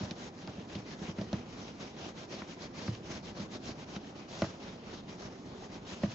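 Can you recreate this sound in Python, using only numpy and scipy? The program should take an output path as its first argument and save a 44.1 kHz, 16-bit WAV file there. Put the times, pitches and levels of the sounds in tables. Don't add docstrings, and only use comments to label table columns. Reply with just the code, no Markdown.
import sys
import numpy as np
from scipy import signal
from scipy.fft import rfft, irfft, next_fast_len
from scipy.io import wavfile

SR = 44100
rng = np.random.default_rng(int(sys.argv[2]) if len(sys.argv) > 2 else 0)


def dump_mix(stems):
    frames = np.atleast_2d(stems).T
    limited = np.clip(frames, -1, 1)
    pcm = np.round(limited * 32767).astype(np.int16)
    wavfile.write(sys.argv[1], SR, pcm)


def volts(x):
    e = np.asarray(x, float) / 20
    return 10 ** e


N = 270774

# start t/s, length/s, top hiss level/dB, share of
# the stroke spent speeding up, cover rustle level/dB above the hiss
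STROKES = [(-0.061, 0.22, -48.5, 0.29, 1), (0.325, 0.2, -57.5, 0.47, -2.5), (0.821, 0.14, -53, 0.71, -3.5),
           (1.144, 0.14, -59.5, 0.44, 6.5), (1.396, 0.37, -54.5, 0.67, -0.3), (1.92, 0.23, -51.5, 0.6, 0.5),
           (2.275, 0.25, -53, 0.21, -0.7), (2.573, 0.12, -52, 0.61, -0.6), (2.919, 0.079, -55, 0.22, -3.5),
           (3.22, 0.12, -52.5, 0.43, -2.7), (3.492, 0.098, -51.7, 0.63, -1), (3.738, 0.115, -55, 0.9, -3),
           (3.983, 0.15, -58.5, 0.68, -3.5), (4.262, 0.36, -51.5, 0.28, -0.5), (4.801, 0.24, -54, 0.58, 1),
           (5.166, 0.15, -53, 0.43, 2.5), (5.503, 0.18, -58, 0.87, 4.5), (5.843, 0.2, -50.5, 0.33, -4.3),
           (6.064, 0.12, -53, 0.38, -2.5),
           (0.145, 0.17, -50, 0.48, 0.8), (0.46, 0.27, -58, 0.21, 1.5), (0.664, 0.19, -52.5, 0.36, -3),
         (0.951, 0.19, -52.5, 0.77, 1), (1.243, 0.23, -56.0, 0.49, 1.5), (1.771, 0.17, -52, 0.35, 0.5),
         (2.143, 0.13, -51, 0.5, -0.5), (2.464, 0.1, -52, 0.58, -6), (2.721, 0.22, -50, 0.48, 0.8),
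         (3.015, 0.21, -50, 0.57, -2), (3.334, 0.15, -51.5, 0.45, -0.7), (3.606, 0.15, -51.5, 0.53, 0),
         (3.855, 0.135, -53.5, 0.78, 1.0), (4.136, 0.14, -57, 0.42, 0), (4.575, 0.28, -57.5, 0.25, 1.9),
         (5.064, 0.11, -53.5, 0.39, -0.5), (5.29, 0.14, -62, 0.32, 5), (5.442, 0.1, -61, 0.54, -2.5),
         (5.69, 0.11, -54.5, 0.65, 2.5), (5.989, 0.088, -52, 0.82, 2)]
# t/s, length/s, centre f/Hz, lift level/dB
SCRAPES = [(0.058, 0.085, 6350, 2.5), (0.762, .06, 3500, 2), (1.078, .05, 2480, 4.5),
           (1.33, .08, 2600, 6.5), (1.504, 0.077, 4300, 7), (2.345, 0.056, 4500, 4.5),
           (2.642, 0.065, 4350, 4.0), (2.849, 0.1, 5450, 4), (2.949, 0.077, 6270, 6.5),
           (3.05, 0.074, 5000, 2.5), (4.296, .05, 4500, 3.5), (4.64, .07, 4300, 4), (4.9, .14, 6000, 4)]
# f/Hz, level/dB
RUB_COLOUR = [(25, 12.5), (50, -1), (81, -4.5), (112, -7), (195, -3), (260, -9), (320, -5), (480, -12),
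              (612, -11), (1290, -20), (2500, -23), (4300, -25), (5500, -26.5), (7200, -25.5), (9000, -38)]
LAYER_HZ = (150, 700, 2300, 5200)

# t/s, panel peak level/dB, thump level/dB above panel,
# shell level/dB above panel, share of the free ring length
KNOCKS = [(0.007, -32, -17, -25, 1.35), (0.026, -40, 16, -15, 0.6), (0.112, -30, -19, -12.5, 0.68),
          (0.434, -39, -7, -24, .9), (0.476, -33, -1, -17, 0.72), (0.58, -32.5, -3, -16, .75),
          (0.754, -30, -5, -14, 0.79), (0.779, -37, 3.5, -28, 0.71), (1.015, -32.5, -14, -26, 1.05),
          (1.086, -33, -8, -29, 1.3), (1.184, -26, -4.5, -14, .8), (1.213, -30, -16, -13.5, 0.94),
          (1.33, -25, -1, -8.5, 0.87), (2.34, -39, -20, -2, 0.84), (2.419, -33, -20, -17, 0.78),
          (2.881, -26, 4, -20, 0.86), (2.907, -42, 10.5, -24, 0.54), (3.396, -34, -15, -12, .9),
          (3.689, -36, -15, -13, 1.3), (3.963, -33.5, -23, -23, 0.92), (4.421, -20, -3.5, -2, 0.71),
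          (4.442, -41.5, -4, 6.5, 1.2), (5.922, -37.5, -2, -16, 1.1), (6.035, -21.5, -3.5, -9, 1.12)]
# f/Hz, level/dB, 60 dB decay time/s
THUMP_MODES = [(96.5, -7, 0.28), (113.8, 2.5, 0.22), (132.4, 0, 0.17)]
PANEL_MODES = [(182.7, -1, 0.069), (201.8, 3, 0.11), (246, -4, 0.058), (323, -5, 0.13)]
SHELL_MODES = [(459, -11.5, 0.086), (581.5, 8, 0.037), (642, -3, 0.11), (792, -6, 0.047),
               (1020, -6.5, 0.029), (1260, -8, 0.016)]
# t/s, peak level/dB, centre f/Hz, 60 dB decay time/s,
# bright edge level/dB above the peak
CRACKS = [(0.1105, -34, 2870, 0.027, -3), (0.4757, -36, 1070, 0.04, -4), (0.7003, -44.5, 1980, 0.025, -11),
          (0.7515, -37, 2900, 0.06, -18), (1.067, -46, 2520, 0.031, -2), (1.1842, -38, 1600, 0.056, -18),
          (1.2132, -38.5, 3000, 0.018, -11.5), (1.2224, -42, 1100, 0.02, -8),
          (1.3305, -35, 1210, 0.079, 0.5), (2.3485, -43, 3900, 0.039, -11),
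          (2.4194, -31.5, 1260, 0.018, -19), (2.6224, -38.5, 4670, 0.033, -9.5),
          (2.879, -31, 1110, 0.019, -14), (2.9503, -39.5, 2400, 0.02, -13), (3.9627, -34, 2300, 0.023, -14),
          (4.3935, -54, 1080, 0.025, -12), (4.4209, -27, 1310, 0.037, -4),
          (4.4424, -33.5, 1060, 0.025, -14.5), (6.0354, -32.5, 1540, 0.038, -9.5),
          (6.0975, -52.5, 1020, 0.045, 0)]

# f/Hz, level/dB
CABIN_COLOUR = [(25, -21), (60, -25), (220, 8), (620, -8), (1400, -18.5), (3000, -28), (5500, -27),
                (7200, -26.5), (9000, -27.5)]
# f/Hz, likeness from 0 to 1
LIKENESS = [(60, 0.95), (250, 1), (500, 0.9), (700, 0.49), (950, 0.37), (1450, 0.029), (2300, 0.17),
            (3200, 0.067), (4300, 0.25), (4750, 0.55), (5600, 0.18), (6400, 0.56), (7600, 0.95)]
# f/Hz, left minus right level/dB
LEAN = [(60, -1.5), (200, -1.0), (660, -1), (2180, 1.5), (7220, 1)]
# f/Hz, phase/rad
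LEFT_LATE = [(100, 0.018), (600, 0.69), (1050, 0.41), (1500, .5), (2400, 0.87), (2900, 1.1), (4300, .55),
             (5000, .0)]

SPEED_POWER = 1.17
REST_HISS_DB, REST_RUSTLE_DB = -64, -57
SHEEN_FOLLOWS, RUMBLE_FOLLOWS = 1.11, 0.71
SHEEN_WANDER_DB, RUMBLE_WANDER_DB = 0.7, 1.5
PATCHY_DB = 1.7
SCRAPE_OCTAVES, CRACK_OCTAVES = 0.27, 1.4
BODY_LAG_MS = 4.52
SPOT_DB = 1.5
CABIN_DB, CABIN_T60_S, TRIM_CUT_HZ = -51, 0.17, 3500
LOW_CUT_HZ, TOP_HZ, FILTER_LAG_S = 85, 6360, 0.0015


def rubbing(slips_per_s, spread_db, catch_db, gain_db):
    hiss, sheen, rustle, rumble = strokes()
    layers = np.array([rumble, rustle, hiss, sheen])
    layers = layers - layers.mean(axis=1, keepdims=True)
    shape = (2, 2, N)
    sizes = volts(spread_db * np.minimum(rng.exponential(1, shape), 4))
    sizes = sizes * rng.choice([-1, 1], shape)
    slips = rms_one(sizes * (rng.random(shape) < slips_per_s / SR))
    catching = catch_db * drift(24.0)

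    def level_db(hz):
        place = np.interp(np.log(hz), np.log(LAYER_HZ), np.arange(4))
        share = np.clip(1 - abs(place - np.arange(4)), 0, 1)
        motion = share @ layers + catching + scrape_db(hz)
        flicker = PATCHY_DB * np.clip(hz / 2000, 0.2, 1) * drift(8.0)
        return at_hz(RUB_COLOUR, hz) + motion + flicker

    return volts(gain_db) * stereo_bands(slips, level_db)


def strokes():
    start, length, hiss_db, rising, rustle_db = np.transpose(STROKES)[:, :, None]
    coarse = np.arange(0, N, 32)
    gone = np.clip((coarse / SR - start) / length, 0, 1)
    rising = np.clip(rising, 0.05, 0.95)
    ramp = np.minimum(gone / rising, (1 - gone) / (1 - rising))
    loudness = np.sin(np.pi / 2 * ramp) ** SPEED_POWER

    def total_db(top_db, rest_db):
        power = np.sum((loudness * volts(top_db)) ** 2, axis=0) + volts(rest_db) ** 2
        return np.interp(np.arange(N), coarse, 10 * np.log10(power))

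    hiss = total_db(hiss_db, REST_HISS_DB)
    rustle = total_db(hiss_db + rustle_db, REST_RUSTLE_DB)
    sheen = SHEEN_FOLLOWS * hiss + SHEEN_WANDER_DB * drift(3.2)
    rumble = RUMBLE_FOLLOWS * rustle + RUMBLE_WANDER_DB * drift(1.3)
    return hiss, sheen, rustle, rumble


def scrape_db(hz):
    s, length, centre_hz, lift_db = np.transpose(SCRAPES)[:, :, None]
    t = np.arange(0, N, 64) / SR
    off_pitch = np.log2(hz / centre_hz) / SCRAPE_OCTAVES
    bell = np.exp(-(2 * (t - s) / length) ** 2 - off_pitch ** 2)
    return np.interp(np.arange(N) / SR, t, np.sum(lift_db * bell, axis=0))


def knocks():
    out = np.zeros(N + SR)
    t = np.arange(SR // 3) / SR
    chance = rng.standard_normal((len(KNOCKS), 40))
    for (s, panel_db, thump_db, shell_db, length), luck in zip(KNOCKS, chance):
        # modes, level in dB, share of the lag
        parts = [(THUMP_MODES, thump_db - 7.0, 1.0),
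                 (PANEL_MODES, -4.0, 0.7),
                 (SHELL_MODES, shell_db - 2.0, 0.2)]
        for k, (modes, part_db, lag_share) in enumerate(parts):
            hz, level_db, t60 = np.transpose(modes)[:, :, None]
            spot = luck[12 * k:12 * k + 12].reshape(2, 6, 1)[:, :len(modes)]
            rise = 1 - np.exp(-t * hz * 4.15)
            fall_db = -60 * t / (t60 * max(length, 0.2))
            decay = volts(level_db + SPOT_DB * spot[0] + fall_db)
            tones = np.sin(2 * np.pi * hz * (1 + 0.0081 * spot[1]) * t)
            ring = np.sum(rise * decay * tones, axis=0)
            at = round((s + lag_share * BODY_LAG_MS / 1000) * SR)
            out[at:at + len(t)] += volts(panel_db + part_db) * ring
    return out[:N]


def cracks():
    out = np.zeros((2, N + SR))
    t = np.arange(SR // 10) / SR
    body_rise = 1 - np.exp(-t / 0.002)
    edge_rise = 1 - np.exp(-t / 0.00036)
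    for s, peak_db, hz, t60, edge_db in CRACKS:
        mid, side = rng.standard_normal((2, len(t)))
        pair = np.array([mid + 0.68 * side, mid - 0.26 * side])
        fall_db = -60 * t / max(t60, 0.003)
        low, high = np.clip(hz * 2 ** (np.array([-0.5, 0.5]) * CRACK_OCTAVES), 300, 9000)
        body = band(pair * volts(fall_db) * body_rise, low, high)
        edge = band(pair * volts(5.5 * fall_db) * edge_rise, 2200, 5400)
        at = round(s * SR)
        out[:, at:at + len(t)] += volts(peak_db) * (body + volts(edge_db + 6.5) * edge)
    return out[:, :N]


def cabin_echo(x):
    size = next_fast_len(N + SR // 2)
    w = 2 * np.pi * np.arange(size // 2 + 1) / size
    dull = 1 / (1 + 1j * w * SR / (2 * np.pi * TRIM_CUT_HZ))
    out = np.zeros((2, len(w)), complex)
    for k, lag in enumerate(rng.uniform(0.0056, 0.0098, 12) * SR):
        loss = volts(-60 * lag / SR / CABIN_T60_S)
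        loop = loss * dull * np.exp(-1j * w * lag)
        out[k % 2] += loop / (1 - loop) * (-1) ** (k // 2)
    return irfft(out * rfft(x, size), size)[:, :N]


def cabin_air():
    noise = rng.standard_normal((2, 2, N))
    air = stereo_bands(noise, lambda hz: at_hz(CABIN_COLOUR, hz))
    return volts(CABIN_DB) * rms_one(air)


def stereo_bands(source, level_db):
    out = 0
    edges = 25 * 2 ** (np.arange(27) / 3)
    for k, (low, high) in enumerate(zip(edges, edges[1:])):
        sos = signal.butter(2, [low, high], "band", fs=SR, output="sos")
        mid, side = signal.sosfilt(sos, source[k % 2])
        hz = np.sqrt(low * high)
        alike = np.clip(at_hz(LIKENESS, hz), 0, 1)
        left, right = np.sqrt(1 + alike) * mid + np.sqrt(1 - alike) * side * [[1], [-1]]
        late = round(at_hz(LEFT_LATE, hz) / (2 * np.pi * hz) * SR)
        lean = volts(at_hz(LEAN, hz) / 2)
        pair = np.array([np.roll(left, late) * lean, right / lean])
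        out = out + volts(level_db(hz)) * pair
    return out


def drift(rate):
    r = np.exp(-80 * np.pi * rate / SR)
    noise = rng.standard_normal(N // 40 + 2002)
    slow = signal.lfilter([1], [1, -2 * r, r * r], noise)[2000:]
    return np.interp(np.arange(N) / 40, np.arange(len(slow)), rms_one(slow))


def band(x, low_hz, high_hz):
    y = signal.sosfilt(signal.butter(2, [low_hz, high_hz], "band", fs=SR, output="sos"), x)
    return y / abs(y).max()


def at_hz(points, hz):
    table_hz, value = np.array(points).T
    return np.interp(np.log(hz), np.log(table_hz), value)


def rms_one(x):
    return x / np.sqrt(np.mean(x ** 2) + 1e-20)


def scene():
    rub = rubbing(slips_per_s=7000.0, spread_db=2.5, catch_db=1.25, gain_db=-27.5)
    hits = knocks() * volts(np.array([[-0.4], [0.4]])) + cracks()
    treble = signal.butter(3, 900, "high", fs=SR, output="sos")
    bright = signal.sosfilt(treble, hits.mean(axis=0))
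    return rub + hits + volts(-18.5) * cabin_echo(bright) + volts(-1.0) * cabin_air()


def band_limit(x):
    return signal.sosfilt(signal.butter(12, 7820, fs=SR, output="sos"), x)


def record(dry):
    bass_cut = signal.butter(3, LOW_CUT_HZ, "high", fs=SR, output="sos")
    top_cut = signal.butter(8, TOP_HZ, fs=SR, output="sos")
    wall = signal.ellip(8, 0.5, 50, 7760, fs=SR, output="sos")
    lag = round(FILTER_LAG_S * SR)
    padded = np.pad(dry, ((0, 0), (0, lag)), "reflect")
    mix = signal.sosfilt(np.vstack([bass_cut, top_cut, wall]), padded)[:, lag:]
    return band_limit(mix)


dry = scene()
out = record(dry)
dump_mix(out)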